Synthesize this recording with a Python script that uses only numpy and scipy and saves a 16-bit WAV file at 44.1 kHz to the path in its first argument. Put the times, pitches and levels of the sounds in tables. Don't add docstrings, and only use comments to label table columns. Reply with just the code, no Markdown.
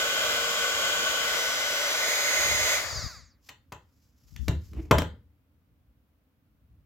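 import sys
import numpy as np
from scipy import signal
from scipy.fft import rfft, irfft
from scipy.io import wavfile
from scipy.ndimage import uniform_filter1d

SR = 44100
rng = np.random.default_rng(int(sys.argv[2]) if len(sys.argv) > 2 else 0)


def rack_gain(trim_db):
    fader = np.asarray(trim_db, float)
    return 10 ** (fader / 20)


def unload_audio(sound):
    columns = np.transpose(np.atleast_2d(sound))
    steps = np.round(np.clip(columns, -1, 1) * 32767)
    wavfile.write(sys.argv[1], SR, steps.astype(np.int16))


N = 302085
T = np.arange(N) / SR
HZ = np.fft.rfftfreq(N, 1 / SR)

# time in seconds, turns per second in Hz.
SHAFT_SPEED = [(0, 299.6), (1.2, 299.5), (2.0, 299.2), (2.5, 298.9), (2.75, 298.3)]
# time in seconds, level in dB.
AIR_LEVEL = [(0.0, -27), (1.45, -27), (1.58, -28.5), (2.17, -26), (2.73, -25.5), (3.02, -40), (3.17, -55.5),
             (3.41, -94)]
# time in seconds, pose (0 aimed at the part, 1 swinging past,
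# 2 or more turned away).
POSE = [(0, 0.13), (1.2, 0.081), (1.38, 0.95), (1.6, 0.82), (1.85, 1), (2.15, 2.24)]
# pitch in Hz, relative level in dB per Hz.
AIMED_COLOUR = [(90, -58.5), (150, -22.5), (340, -20.5), (570, -10), (760, -15), (1100, -18.5), (1500, -9),
                (1800, -17.5), (2500, -12), (3200, -7), (4200, -14), (5600, -14), (7200, -10), (8500, -32),
                (12000, -23), (16000, -28.5)]
AWAY_COLOUR = [(90, -41.5), (150, -29.5), (340, -17.5), (570, -10.5), (800, -12.5), (1200, -11),
               (1500, -16), (2050, -2), (2800, -11), (3400, -6.5), (4800, -10), (5700, -14), (6800, -5),
               (8500, -24.5), (12500, -17.5), (16000, -26)]
COASTING_COLOUR = [(200, -24.5), (350, -11), (620, 0.5), (850, -10.5), (1150, 0.5), (1500, -2.5),
                   (2050, -0.5), (3000, -23), (3800, -6.5), (4300, -4), (4700, 5), (5700, -7.5), (6800, -1),
                   (8600, -29), (12500, -23), (16000, -28.5)]
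# pitch in Hz, left minus right in dB.
AIMED_BALANCE = [(60, -9.5), (110, -5), (200, 0), (380, -1), (700, 2), (1290, -2.5), (2380, 5), (4400, 0),
                 (8120, -2), (15000, -7.5)]
AWAY_BALANCE = [(60, 1.5), (110, -3), (200, -2.5), (380, -1.5), (700, 4), (1290, 3), (2380, -0.5),
                (4400, 0.5), (8120, 0), (15000, -5.5)]
# pitch in Hz, left-right correlation from 0 to 1.
AIR_LIKENESS = [(60, .85), (300, .82), (700, .72), (1500, .7), (3000, .62), (6000, .48), (10000, .3),
                (15000, .18)]
# pitch in Hz, width in Hz, boost in dB aimed, boost in dB turned away.
BARREL_BUMPS = [(472.4, 6, 16.5, 8.5), (600, 116, 7, 9), (1124, 120, 13.5, 1), (1499, 252, 7.5, 14),
                (1572, 91, -1.5, -10), (2046, 120, 11, 5), (3190, 360, 4, -1), (6700, 900, -7.5, -4)]
# multiple, rms level in dB under power when aimed,
# swinging and turned away, left minus right in dB.
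WHINE_LINES = [(5, -42.5, -40.5, -43, 14), (8, -44, -64.5, -49.5, -5), (10, -46.5, -49, -51, 2),
               (13, -51.5, -48.5, -50.5, 1), (15, -52, -51, -54, -13), (17, -50.5, -45, -41.5, 4),
               (18, -52.5, -44.5, -51, -6.5), (20, -63.5, -38, -42, 0.5), (21, -63.5, -60.5, -51, -15),
               (22, -46.5, -52, -41.5, -16), (23, -53.5, -63.5, -55, -7.5), (25, -50, -49.5, -47, 0),
               (26, -52.5, -55, -58, -4.5), (30, -56, -71.5, -62, 9.5)]
# time in seconds, level in dB.
RUMBLE_LEVEL = [(0, -55), (2.2, -59), (3.2, -60.5), (3.4, -64.5), (5.3, -62), (5.45, -65), (6.1, -66),
                (6.2, -73), (6.75, -57), (6.85, -62.5)]
# pitch in Hz, relative level in dB per Hz.
RUMBLE_COLOUR = [(20, -34.5), (35, -6.5), (55, 5.5), (80, 4.5), (120, -3.5), (240, -17), (450, -36.5),
                 (1000, -60.5)]
# peak time in seconds, level in dB,
# seconds to swell by 20 dB, seconds to sink by 20 dB.
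BOARD_BOOM = [(4.77, -34.5, 0.11, .17)]
# pitch in Hz, relative level in dB per Hz.
QUIET_COLOUR = [(90, -33.5), (150, -10.5), (213, -8.5), (300, -5.5), (340, -21), (500, -17), (700, -23),
                (1450, -24.5), (1800, -28.5), (2450, -28.5), (3900, -34), (8500, -42.5), (12500, -34),
                (16000, -31.5)]
# peak time in seconds, level in dB,
# seconds to swell by 20 dB, seconds to sink by 20 dB.
BUFFETS = [(2.42, -39.5, .12, 0.08), (2.5, -34, 0.12, 0.32), (2.96, -40, 0.042, 0.19),
           (3.04, -31.5, 0.23, 0.044), (3.16, -48, .1, 0.15), (4.39, -31.5, 0.09, 0.24),
           (4.45, -34.5, 0.073, .1)]
# peak time in seconds, level in dB,
# seconds to swell by 20 dB, seconds to sink by 20 dB.
CABLE_RUSTLES = [(3.475, -59.5, 0.056, 0.026), (4.05, -72.5, 0.36, 0.18), (4.29, -71, 0.091, 0.2),
                 (4.44, -62, 0.25, 0.16), (4.665, -63, 0.099, 0.059), (4.78, -66, 0.19, 0.26)]
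# pitch in Hz, relative level in dB per Hz.
RUSTLE_COLOUR = [(410, -48), (700, -16), (1230, -8.5), (1480, -13), (3940, -10.5), (5120, -2.5), (7690, -8),
                 (8420, -28), (12000, -8.5), (16000, -17)]
# start in seconds, relative crack level in dB, body peak in dB, floor thump peak in dB
# (both before panning), contact length in ms (stretched for body and floor),
# pitch in Hz that the struck spot favours.
KNOCKS = [(3.4875, -23, -47, -53, 8.1, 1500), (3.7204, -22, -33.5, -42, 6.3, 850),
          (4.362, -24.5, -77, -51, 3.1, 1200), (4.481, -10, -20.5, -13.5, 4.3, 340),
          (4.732, -33, -51.5, -32.5, 3.7, 900), (4.9104, 0, -4, -10.5, 4.3, 600),
          (4.9827, -0.5, -17.5, -25.5, 4.2, 400), (5.02, -12.5, -18.5, -24.5, 1.2, 600)]
# pitch in Hz, relative gain in dB.
CRACK_COLOUR = [(180, -26), (300, -19.5), (814, -14.5), (2210, -1.5), (3240, -8.5), (3520, -7.5),
                (7200, -13.5), (9240, -29.5), (11100, -15), (16000, -25)]
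# pitch in Hz, relative level in dB, seconds to die by 60 dB.
BODY_MODES = [(309.5, 2.5, 0.045), (399, -14.5, 0.023), (490, -12, 0.025), (500, -10.5, 0.035),
              (588, -5, 0.067), (627, -4, 0.058), (870, -8, 0.06), (1030, 6.5, 0.017), (1200, 0.5, 0.023),
              (1400, -8.5, 0.028), (2090, -6.5, 0.04), (2380, -11.5, 0.027)]
FLOOR_MODES = [(76, -0.5, 0.12), (102.6, -8, 0.2), (133, -4, 0.17), (166, -7.5, 0.12), (186.7, -9.5, 0.11),
               (264, -13, 0.18)]
# pitch in Hz, seconds to die by 60 dB.
ROOM_DECAY = [(100, 0.45), (600, 0.27), (2500, 0.28), (8000, 0.21)]
# peak time in seconds, level in dB,
# seconds to swell by 20 dB, seconds to sink by 20 dB.
SCRAPES = [(4.77, -41, 0.05, 0.22)]
# pitch in Hz, relative level in dB per Hz.
SCRAPE_COLOUR = [(120, -43.5), (200, -10.5), (226, -16), (323, 1), (377, -17.5), (420, -9.5), (513, -31),
                 (571, -25), (1790, -38), (2290, -31.5), (8000, -64.5), (10400, -83), (17600, -120)]

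SWITCH_OFF_S, AIR_DRAG, BRUSH_DRAG_HZ = 2.752, 1.9, 105.0
PORT_LAG_S = 0.00011
BRUSH_DB, SEGMENT_DB, SCATTER_DB, BROKEN_DB, FULL_ORDER = 5.5, 17.0, 2.0, 4.0, 22
WHINE_WAVER_DB, WHINE_WAVER_HZ = 2, 4.8
RUMBLE_WAVER_DB, RUMBLE_WAVER_HZ = 1, 8.3
QUIET_DB = -72.5
BUFFET_PAN_DB, KNOCK_PAN_DB = 20.5, 1.9
SPOT_DB_PER_OCT = 5.5
ROOM_DB, ROOM_BASS_HZ, ROOM_DULL_HZ = -6, 200.0, 3660
MIC_LOW_HZ, MIC_TOP_HZ = 50.5, 15900


def over_hz(table):
    hz, value = np.transpose(table)
    return np.interp(np.log(HZ + 1), np.log(hz + 1), value)


def over_time(table):
    s, value = np.transpose(table)
    return np.interp(T, s, value)


def colour(x, db):
    y = irfft(rfft(x) * rack_gain(db), N)
    return y / np.sqrt(np.mean(y ** 2))


def noise_pair(likeness):
    mid, side = rfft(rng.standard_normal((2, N)))
    c = np.clip(likeness, 0, 1)
    sign = np.array([[1], [-1]])
    return irfft(mid * np.sqrt(1 + c) + side * np.sqrt(1 - c) * sign, N)


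def pan(db):
    return np.array([db, -db]) / 2


def walk(rate):
    k = int(SR / rate)
    steps = np.repeat(rng.standard_normal(N // k + 1), k)
    return 1.3 * uniform_filter1d(uniform_filter1d(steps, k), k)[:N]


def shaft_hz():
    coast = np.exp(-AIR_DRAG * np.clip(T - SWITCH_OFF_S, 0, None))
    return np.clip((over_time(SHAFT_SPEED) + BRUSH_DRAG_HZ) * coast - BRUSH_DRAG_HZ, 0, None)


def barrel(column):
    return sum(row[column] / (1 + (2 * (HZ - row[0]) / row[1]) ** 2) for row in BARREL_BUMPS)


def brush_ticks(hz, turns):
    live = slice(int(SWITCH_OFF_S * SR), np.count_nonzero(hz))
    ticks = np.zeros(N)
    for order, (scatter, start) in enumerate(rng.standard_normal((200, 2)), 1):
        db = SCATTER_DB * scatter
        if order % 5 == 0:
            db = db + SEGMENT_DB * min(order / FULL_ORDER, 1) + BROKEN_DB * walk(15)[live]
        audible = order * hz[live] < SR / 2
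        ticks[live] += rack_gain(db) * audible * np.sin(order * turns[live] + 10 * start)
    return colour(ticks, over_hz(COASTING_COLOUR)) * np.sqrt((live.stop - live.start) / N)


def air_rush(hz, turns, pose):
    away = np.clip(pose / 2, 0, 1)
    slowed = np.clip(1.6 * (1 - hz / hz[0]), 0, 1)
    air = noise_pair(over_hz(AIR_LIKENESS))
    aimed = colour(air, over_hz(AIMED_COLOUR) + barrel(column=2) + pan(over_hz(AIMED_BALANCE)))
    turned = colour(air, over_hz(AWAY_COLOUR) + barrel(column=3) + pan(over_hz(AWAY_BALANCE)))
    coasting = colour(air, over_hz(COASTING_COLOUR))
    rush = (1 - slowed) * ((1 - away) * aimed + away * turned)
    rush[1] = np.roll(rush[1], round(PORT_LAG_S * SR))
    rush += slowed * (coasting + rack_gain(BRUSH_DB) * brush_ticks(hz, turns))
    return rush * rack_gain(over_time(AIR_LEVEL) + 0.5 * walk(13)) * (T < AIR_LEVEL[-1][0])


def whine(hz, turns, pose):
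    out = np.zeros((2, N))
    fade = np.sqrt(2) * (hz / hz[0]) ** 9
    port_turn = np.array([[0], [np.pi / 4]])
    for order, *pose_db, side_db in WHINE_LINES:
        line_db = np.interp(pose, range(len(pose_db)), pose_db)
        level = np.array([line_db + port_db + WHINE_WAVER_DB * walk(WHINE_WAVER_HZ)
                          for port_db in pan(side_db)])
        out += fade * rack_gain(level) * np.sin(order * turns + 10 * rng.random() + port_turn)
    return out


def blower():
    hz = shaft_hz()
    turns = 2 * np.pi * np.cumsum(hz) / SR
    pose = over_time(POSE)
    return air_rush(hz, turns, pose) + whine(hz, turns, pose)


def swells(events):
    gain = 0
    for s, db, rise, fall in events:
        gain = gain + rack_gain(db - 20 * np.maximum((s - T) / max(rise, 0.005), (T - s) / max(fall, 0.005)))
    return gain


def rubbing(gain, spectrum, likeness, grain_db):
    grainy = noise_pair(likeness) * rack_gain(grain_db * walk(150))
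    return gain * colour(grainy, over_hz(spectrum))


def rumble():
    steady = rack_gain(over_time(RUMBLE_LEVEL) + RUMBLE_WAVER_DB * walk(RUMBLE_WAVER_HZ))
    return rubbing(steady + swells(BOARD_BOOM), RUMBLE_COLOUR, 0.93, 2.7)


def quiet_room():
    likeness = np.clip(500 / (HZ + 1), 0, 0.9) ** 2
    return rack_gain(QUIET_DB) * colour(noise_pair(likeness), over_hz(QUIET_COLOUR))


def draughts():
    sides = rack_gain(pan(BUFFET_PAN_DB) - BUFFET_PAN_DB / 2)[:, None]
    return rubbing(swells(BUFFETS) * sides, RUMBLE_COLOUR, 0.3, 4.1)


def cable_rustle():
    return rubbing(swells(CABLE_RUSTLES), RUSTLE_COLOUR, 0.71, 2.4)


def burst(noise, decay):
    spectrum = rfft(noise * np.exp(-decay))
    even = irfft(spectrum / np.abs(spectrum) ** 0.8, len(noise)) * np.exp(-decay / 4)
    return even / np.abs(even).max()


def ring(modes, t, spot_hz, shake):
    tone = 0
    for hz, db, t60 in modes:
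        pole = (2j * np.pi * hz - np.log(1000) / t60) * t
        reach = np.abs(np.sum(shake * np.exp(1j * pole.imag)))
        octaves_off = abs(np.log2(hz / spot_hz))
        tone = tone + rack_gain(db - SPOT_DB_PER_OCT * octaves_off) / reach * np.exp(pole).imag
    out = signal.fftconvolve(tone, shake)[:len(t)]
    return out / np.abs(out).max()


def knocks():
    t = T[:SR // 2]
    ringing = np.zeros((2, N))
    cracks = np.zeros((2, N))
    for s, crack_db, body_db, thump_db, contact_ms, spot_hz in KNOCKS:
        i = int(s * SR)
        contact = t / (max(contact_ms, 0.3) / 1000)
        grit, rattle, shudder = rng.standard_normal((3, len(t)))
        cracks[:, i:i + len(t)] += rack_gain(crack_db) * burst(grit, contact) * np.clip(1.5 * contact, 0, 1)
        body = ring(BODY_MODES, t, spot_hz, burst(rattle, contact / 2.6))
        thump = ring(FLOOR_MODES, t, 95.0, burst(shudder, contact / 4.5))
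        ringing[:, i:i + len(t)] += rack_gain(body_db) * body + rack_gain(thump_db) * thump
    gain = rack_gain(2 * over_hz(CRACK_COLOUR))[::N // 2048][:1025]
    response = signal.minimum_phase(np.roll(irfft(gain), 1024)[1:])
    coloured = signal.fftconvolve(cracks, response[None], axes=1)[:, :N]
    return (ringing + rack_gain(7.0) * coloured) * rack_gain(pan(KNOCK_PAN_DB))[:, None]


def room(x):
    t = T[:SR // 2]
    noise = noise_pair(np.clip(400 / (HZ + 1), 0.3, 0.97))
    decay_hz, decay_s = np.transpose(ROOM_DECAY)
    wash = 0
    for lo in 70 * 2.0 ** np.arange(8):
        t60 = np.interp(np.log(1.5 * lo), np.log(decay_hz), decay_s)
        band = signal.butter(2, [lo, min(2 * lo, 17000)], "bandpass", fs=SR, output="sos")
        returned = min(lo / ROOM_BASS_HZ, 1, ROOM_DULL_HZ / lo)
        wash = wash + signal.sosfilt(band, noise[:, :len(t)]) * np.exp(-np.log(1000) * t / t60) * returned
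    wash = wash * np.clip(t / 0.004 - 0.5, 0, 1)
    wash /= np.sqrt(np.sum(wash ** 2, axis=1, keepdims=True))
    return rack_gain(ROOM_DB) * signal.fftconvolve(x, wash, axes=1)[:, :N]


def scrape():
    return rubbing(swells(SCRAPES), SCRAPE_COLOUR, 0.78, 2.1)


def scene():
    background = rumble() + quiet_room() + draughts()
    blows = knocks()
    return blower() + background + cable_rustle() + blows + room(blows) + scrape()


def low_pass(x):
    return signal.sosfilt(signal.butter(12, 16950, fs=SR, output="sos"), x)


def record(dry):
    low_cut = signal.butter(4, MIC_LOW_HZ, "highpass", fs=SR, output="sos")
    top_cut = signal.ellip(8, 0.2, 45, MIC_TOP_HZ, fs=SR, output="sos")
    heard = signal.sosfilt(top_cut, signal.sosfilt(low_cut, dry))
    return low_pass(heard)


dry = scene()
out = record(dry)
unload_audio(out)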